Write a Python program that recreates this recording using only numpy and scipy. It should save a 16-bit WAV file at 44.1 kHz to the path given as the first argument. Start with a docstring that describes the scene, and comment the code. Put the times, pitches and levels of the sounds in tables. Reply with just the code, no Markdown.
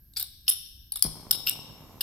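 """Ventilation rumbles and hums and a gas jet hisses throughout: filtered noise. From 0.14 s a flint snaps
and scrapes along a steel file in a tin cup, left of centre: bursts and uneven ticks that ring metal modes.
A hard room answers with echoes and a diffuse tail. At 1.05 s the gas lights with a falling thump, a boom
and a low ring, and the flame flutters on as dense dispersed pops over faint hiss; the last snap and
scrape come at 2.01 s."""
import sys
import numpy as np
from scipy import signal
from scipy.fft import rfft, irfft
from scipy.io import wavfile
from scipy.ndimage import uniform_filter1d, minimum_filter1d

SR = 44100
rng = np.random.default_rng(int(sys.argv[2]) if len(sys.argv) > 2 else 0)


def to_wav(sig):
    """Store sig (one row per channel, or 1-D mono) as 16-bit WAV at the path in sys.argv[1].

    Samples outside -1..1 are clipped; the rate is SR.
    """
    pcm = np.clip(np.atleast_2d(sig), -1, 1) * 32767
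    pcm = np.round(pcm).astype(np.int16)
    wavfile.write(sys.argv[1], SR, pcm.T)  # frames by channels


def linear_from_db(decibels):
    """Turn decibels (scalar or array-like) into linear amplitude factors; 0 gives 1."""
    return 10 ** (np.asarray(decibels, float) / 20)


N = 89170
SIDES = np.array([[1], [-1]])  # left, right


def colour(x, rows):
    """Zero-phase filter from (Hz, dB) points, interpolated over log frequency."""
    points_hz, points_db = np.array(rows, float).T
    hz = np.fft.rfftfreq(x.shape[-1], 1 / SR) + 1
    gain_db = np.interp(np.log(hz), np.log(points_hz), points_db)
    return irfft(rfft(x) * linear_from_db(gain_db), x.shape[-1])


def level(x, db):
    """Scales x to an rms in dB."""
    return x * linear_from_db(db) / np.sqrt(np.mean(x ** 2))


def air():
    """Steady turbulence: ventilation rumble and narrow hums below, gas-jet hiss above."""
    # Noise spectrum of the steady air. 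Each row: frequency in # Hz, relative density in dB per Hz.
    spectrum = [(12, -34), (20, -5), (43, -1.5), (131, -11.5), (212, -21.5), (332, -26), (382, -49),
                (428, -52), (670, -75), (1320, -66), (2510, -48), (5520, -38.5), (6500, -50), (10200, -43),
                (12500, -18), (13900, -41), (15200, -36), (16500, -51)]
    # Stereo width. Each row: frequency in Hz, side over mid in dB.
    width_curve = [(60, -24), (110, -12.5), (200, -6), (380, -1), (700, 27), (1290, 22), (2380, 2),
                   (4400, -1), (8120, -3), (15000, -4)]
    # Ventilation hums. Each row: frequency in Hz, bandwidth in Hz, rms in dB.
    hum_rows = [(59.5, 3.7, -64), (1624, 52, -85)]
    mid_db = -57
    mid, side = colour(rng.standard_normal((2, N)), spectrum)
    side = colour(side, width_curve)
    hums = 0
    for hz, width_hz, db in hum_rows:
        b, a = signal.iirpeak(hz, hz / width_hz, SR)
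        hums = hums + level(signal.lfilter(b, a, rng.standard_normal(N)), db)
    return hums + linear_from_db(mid_db) / np.std(mid) * (mid + side * SIDES)


def curve(rows, at_s, col=1):
    """Linear interpolation of one column over the first."""
    rows = np.array(rows, float)
    return np.interp(at_s, rows[:, 0], rows[:, col])


def walk(rate_hz, size):
    """Slewed random levels, spread near 1."""
    k = max(int(SR / rate_hz), 1)
    held = np.repeat(rng.standard_normal(size // k + 1), k)
    return 0.83 * uniform_filter1d(held, k)[:size]


def ring(modes, favoured_hz):
    """Unit-energy metal response at two ports; a contact favours modes near one pitch and its overtone."""
    favour_db, favour_octaves, overtone_ratio = 14, 0.1, 1.92
    detune_share, mode_scatter_db = 0.003, 1.5  # grip and contact detune the modes
    port_scatter_db, port_lag_s, rise_s = 4, 0.00003, 0.00027
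    hz, db, t60_s = np.array(modes, float).T[:, :, None]
    t = np.arange(4096) / SR
    mode_draw, port_draw, phase_draw, detune_draw = rng.standard_normal((4, len(modes), 1))
    hz = hz * (1 + detune_share * detune_draw)
    for ratio in (1, overtone_ratio):
        octaves_off = np.log2(hz / (favoured_hz * ratio))
        # both lobes act on the detuned modes
        db = db + favour_db * np.exp(-(octaves_off / favour_octaves) ** 2)
    sign = (-1.) ** np.arange(len(modes))[:, None]  # neighbours in opposite phase
    envelope = sign * (1 - np.exp(-t / rise_s)) * linear_from_db(-60 * t / t60_s)
    ports = []
    for s in (1, -1):
        gain = linear_from_db(db + mode_scatter_db * mode_draw + s * port_scatter_db / 2 * port_draw) / np.sqrt(t60_s)
        phase = 2 * np.pi * hz * (t + s * port_lag_s / 2) + (1 - s) * phase_draw / 2
        ports.append((gain * envelope * np.sin(phase)).sum(0))
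    ports = np.array(ports)
    return ports / np.sqrt(np.mean((ports ** 2).sum(1)))


def add(out, start_s, force, low_db, high_db, low_hz, high_hz, lean_db):
    """One contact force rings the lower and upper modes of cup and file; lean is left over right."""
    # Modes of cup and file. Each row: frequency in Hz, relative level in dB, t60 in seconds.
    lower_modes = [(840, -25, 0.053), (1050, -25, 0.005), (1464, -14.5, 0.0047), (1636, -23, 0.027),
                   (2264, -16.5, 0.0047), (2850, -10, 0.016), (3350, -6, 0.0031), (3690, -5, 0.014),
                   (4000, -6, 0.0041), (4700, -2, 0.0037), (5200, -4, 0.014), (5360, -7, 0.012)]
    upper_modes = [(7260, -10, 0.0053), (7874, -7.5, 0.0059), (8700, -6.5, 0.011), (10170, -5.5, 0.0016),
                   (10750, -3.5, 0.04), (11180, 4.5, 0.0016), (12100, -8, 0.005), (12940, -2.5, 0.018),
                   (13600, -2.5, 0.013), (14300, -2, 0.0032), (14940, -3, 0.0027), (14740, -5, 0.0044)]
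    low = signal.fftconvolve((force * linear_from_db(low_db))[None], ring(lower_modes, low_hz))
    high = signal.fftconvolve((force * linear_from_db(high_db))[None], ring(upper_modes, high_hz))
    i = int(start_s * SR)
    y = (low + high)[:, :N - i] * linear_from_db(SIDES * lean_db / 2)
    out[:, i:i + y.shape[1]] += y


def striker():
    """Flint on file: scrapes are dense uneven ticks over the teeth, snaps short bursts as it jumps a tooth."""
    # Scrapes, one table a stroke. Each row: time in seconds, drive of lower modes in dB, of upper modes in dB.
    scrapes = [
        [(0.162, -38, -50), (0.168, -33, -33.5), (0.182, -42, -33.5), (0.222, -66, -49)],
        [(0.466, -45, -60), (0.477, -54, -54), (0.484, -27.5, -21), (0.5, -26, -10.5)],
        [(1.463, -47, -36), (1.469, -28, -21.5), (1.494, -29.5, -30)],
        [(2.0075, -25.5, -34.5), (2.012, -28.5, -23.5), (2.0215, -44, -38)],
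    ]
    # Strokes. Each row: favoured lower Hz, favoured upper Hz, lean to the left in dB.
    strokes = [(4750, 11550, 0.5), (5360, 10750, 1.5), (2850, 12740, 2.5), (4380, 12500, 4)]
    # Snaps. Each row: start in seconds, relative drive of lower modes in dB, of upper modes in dB,
    # force t60 in seconds, favoured lower Hz, favoured upper Hz.
    snaps = [(0.1354, -47, -44, 0.0089, 3970, 8300), (0.1674, -33.5, -34, 0.051, 4750, 8270),
             (0.182, -59, -13, 0.0027, 4000, 13600), (0.196, -31, -21, 0.016, 4700, 14300),
             (0.2007, -28, -25, 0.012, 3870, 8700), (0.2092, -36, -28, 0.015, 3970, 12400),
             (0.2244, -28, -28.5, 0.0061, 3984, 8700), (.2275, -39, -6, 0.0028, 4700, 14300),
             (0.479, -20, -21, 0.023, 2970, 14300), (.4999, -26, 7, 0.0042, 5200, 12500),
             (.92, -30.5, -22, 0.013, 4700, 10750), (0.9573, -27, -13.5, 0.0052, 3720, 10750),
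             (.958, -35.5, -29.5, 0.024, 1050, 10750), (0.97, -32.5, -20, 0.0086, 4700, 12700),
             (0.993, -44, -24, 0.0072, 4520, 8400), (1.0235, -14, -3, 0.0094, 4700, 10390),
             (1.0278, -22.5, -12.5, 0.015, 4700, 12800), (1.3091, -9.5, -6, 0.01, 5135, 10550),
             (1.314, -7, 10, 0.0033, 4870, 13860), (1.4708, -9.5, -14, 0.0049, 2850, 13000),
             (1.4885, -15, -40, 0.0033, 2850, 10900), (1.4949, -36, 6, 0.004, 5360, 12900),
             (2.0078, -27.5, -23, 0.023, 1606, 12100)]
    teeth_per_s, teeth_scatter_db, patchy_db, patchy_hz = 5500, 2.5, -0.5, 404
    snap_rise_s, snap_gain_db, snap_lean_db = 0.00087, 6.5, 4.5
    low_cut_hz = 450
    out = np.zeros((2, N))
    for rows, stroke in zip(scrapes, strokes):
        t = np.arange(rows[0][0], rows[-1][0], 1 / SR)
        hit, polarity, size = rng.random((3, 4000))[:, :len(t)]
        ticks = (hit < teeth_per_s / SR) * np.sign(polarity - 0.5) * linear_from_db(-teeth_scatter_db * np.log(size))
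        patches = linear_from_db(patchy_db * walk(patchy_hz, 4000)[:len(t)])
        force = level(ticks * patches, 0)
        add(out, t[0], force, curve(rows, t), curve(rows, t, col=2), *stroke)
    t = np.arange(1024) / SR
    for start_s, low_db, high_db, t60_s, low_hz, high_hz in snaps:
        envelope = (1 - np.exp(-t / snap_rise_s)) * linear_from_db(snap_gain_db - 60 * t / t60_s)
        force = np.sign(rng.standard_normal(1024)) * envelope
        add(out, start_s, force, low_db, high_db, low_hz, high_hz, snap_lean_db)
    return signal.sosfilt(signal.butter(4, low_cut_hz, "high", fs=SR, output="sos"), out)


def room(x):
    """Bench scatter at once, the walls after a gap, then a diffuse tail that fades by band."""
    # Room bands. Each row: centre in Hz, t60 in seconds, relative level in dB.
    bands = [(310, 0.64, -9), (1000, 0.32, -14.5), (2000, 0.48, -6.5), (2800, 0.96, -12), (3680, 0.92, -5),
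             (4830, 0.62, -16.5), (5620, 0.98, -5), (6490, 0.17, -28), (7580, 0.63, -15.5),
             (8200, 0.71, -13), (10400, 0.27, -13), (10750, 0.51, -14.5), (13000, 0.55, -25.5),
             (15300, 0.76, -23)]
    # Clusters of strong echoes. Each row: delay in seconds, spread in seconds, boost over the tail in dB.
    echoes = [(0.012, 0.0092, 15), (0.037, 0.0086, 6)]
    first_echo_s, build_s, early_db = 0.0125, 0.002, -15
    t = np.arange(SR) / SR
    after_s = np.maximum(t - first_echo_s, 0)
    gate = linear_from_db(early_db) + 1 - np.exp(-after_s / build_s)
    for delay_s, spread_s, db in echoes:
        gate = gate * linear_from_db(db * np.exp(-((t - delay_s) / spread_s) ** 2))
    hz = np.fft.rfftfreq(SR, 1 / SR)
    centres_hz = np.array(bands)[:, 0]
    noise = rfft(rng.standard_normal((2, SR)))
    tail = 0
    for k, (_, t60_s, db) in enumerate(bands):
        share = np.interp(hz, centres_hz, np.arange(len(bands)) == k)  # triangular crossfade
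        fade = linear_from_db(db - 60 * t / t60_s) / np.sqrt(t60_s * SR / 14)
        tail = tail + irfft(noise * share) * fade
    return signal.fftconvolve(x, tail * gate, axes=1)[:, :N]


def ignition(t):
    """Lighting gas: a thump of falling pitch, a slower boom and a low ring, all decaying sines."""
    thump_db, thump_hz, sag_s, thump_t60_s = -31.5, 277, 0.0301, 0.16  # pitch at onset
    boom_db, boom_hz, boom_t60_s, boom_rise_s = -29.5, 49, 0.2, 0.014
    ring_db, ring_hz, ring_t60_s = -37, 157.7, 0.33
    cycles = thump_hz * sag_s * (1 - np.exp(-t / sag_s))
    thump = -linear_from_db(thump_db - 60 * t / thump_t60_s) * np.sin(2 * np.pi * cycles)
    boom = linear_from_db(boom_db - 60 * t / boom_t60_s) * np.sin(2 * np.pi * boom_hz * t)
    boom = boom * (1 - np.exp(-(t / boom_rise_s) ** 2))
    low_ring = linear_from_db(ring_db - 60 * t / ring_t60_s) * np.sin(2 * np.pi * ring_hz * t)
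    return thump - boom + low_ring


def flame():
    """After ignition, random small pops, treble first and bass late, flutter over a faint hiss."""
    # Loud pops. Each row: time in seconds, pulse height in dB before a common 2 dB boost.
    loud_pops = [(1.048, 10), (1.063, 20.5), (1.154, 8.5), (1.267, 14), (1.349, 15.5), (1.372, 13.5),
                 (1.555, 10.5), (1.59, 17), (1.697, 8)]
    # Flutter spectrum. Each row: frequency in Hz, relative density in dB per Hz.
    spectrum = [(53, -37), (90, -1.5), (160, -1), (330, -8.5), (677, -11.5), (1050, -10.5), (1800, -31),
                (2340, -24.5), (3960, -120)]
    lit_s, flare_db, flare_fade_s = 1.047, 21, 0.013
    pops_per_s, pop_scatter_db, bass_delay_s, bend_hz = 600, 2, 0.00563, 400
    mid_db, side_db, lean_db, hiss_db = -53, -12.5, -1, -64  # side against mid, left over right
    t = np.maximum(np.arange(N) / SR - lit_s, 0)
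    lit = t > 0
    hit, polarity, size = rng.random((2, 3, N)).transpose(1, 0, 2)
    pops = (hit < pops_per_s / SR) * np.sign(polarity - 0.5) * linear_from_db(-pop_scatter_db * np.log(size + 1e-9))
    pops = pops * lit * linear_from_db(flare_db * np.exp(-t / flare_fade_s))
    for s, db in loud_pops:
        pops[0, int(s * SR)] = linear_from_db(db + 2)
    hz = np.fft.rfftfreq(N, 1 / SR) + 1
    # group delay = bass_delay_s / (1 + hz / bend_hz)
    dispersion = np.exp(-2j * np.pi * bass_delay_s * bend_hz * np.log(1 + hz / bend_hz))
    mid, side = colour(irfft(rfft(pops) * dispersion, N), spectrum)
    gain = linear_from_db(mid_db) / np.std(mid[-N // 5:])  # level set on the settled flame
    flutter = lit * gain * (mid + linear_from_db(side_db) * side * SIDES)
    hiss_band = signal.butter(2, (1610, 7700), "band", fs=SR, output="sos")
    hiss = level(signal.sosfilt(hiss_band, rng.standard_normal((2, N))), hiss_db)
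    return (ignition(t) + flutter) * linear_from_db(SIDES * lean_db / 2) + lit * hiss


def scene():
    """Direct striker and flame, their room sound, and the steady air."""
    steady, near, fire = air(), striker(), flame()
    return near + fire + room(near + linear_from_db(-4.5) * fire) + steady


def roll_off(x):
    """The treble ends steeply here."""
    return signal.sosfilt(signal.butter(12, 16670, fs=SR, output="sos"), x)


def record(dry):
    """A limiter reacts late and holds gain down briefly after peaks; both channels share the top treble."""
    threshold_db, ratio, lag_s, hold_s, smooth_s = -9.5, 10, 0.003, 0.002, 0.00025
    mono_above_hz, top_hz = 12000, 16260
    hold = int(hold_s * SR) | 1
    peak = -minimum_filter1d(-np.abs(dry).max(0), hold, origin=hold // 2)
    gain = np.minimum(1, linear_from_db(threshold_db) / peak) ** (1 - 1 / ratio)
    gain = uniform_filter1d(gain, int(smooth_s * SR) + 1)
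    left, right = dry * np.roll(gain, int(lag_s * SR))
    top_filter = signal.butter(10, top_hz, fs=SR, output="sos")
    side_filter = signal.butter(8, mono_above_hz, fs=SR, output="sos")
    mid = signal.sosfiltfilt(top_filter, (left + right) / 2)
    side = signal.sosfiltfilt(side_filter, (left - right) / 2)
    return roll_off(np.array([mid + side, mid - side]))


dry = scene()
out = record(dry)
to_wav(out)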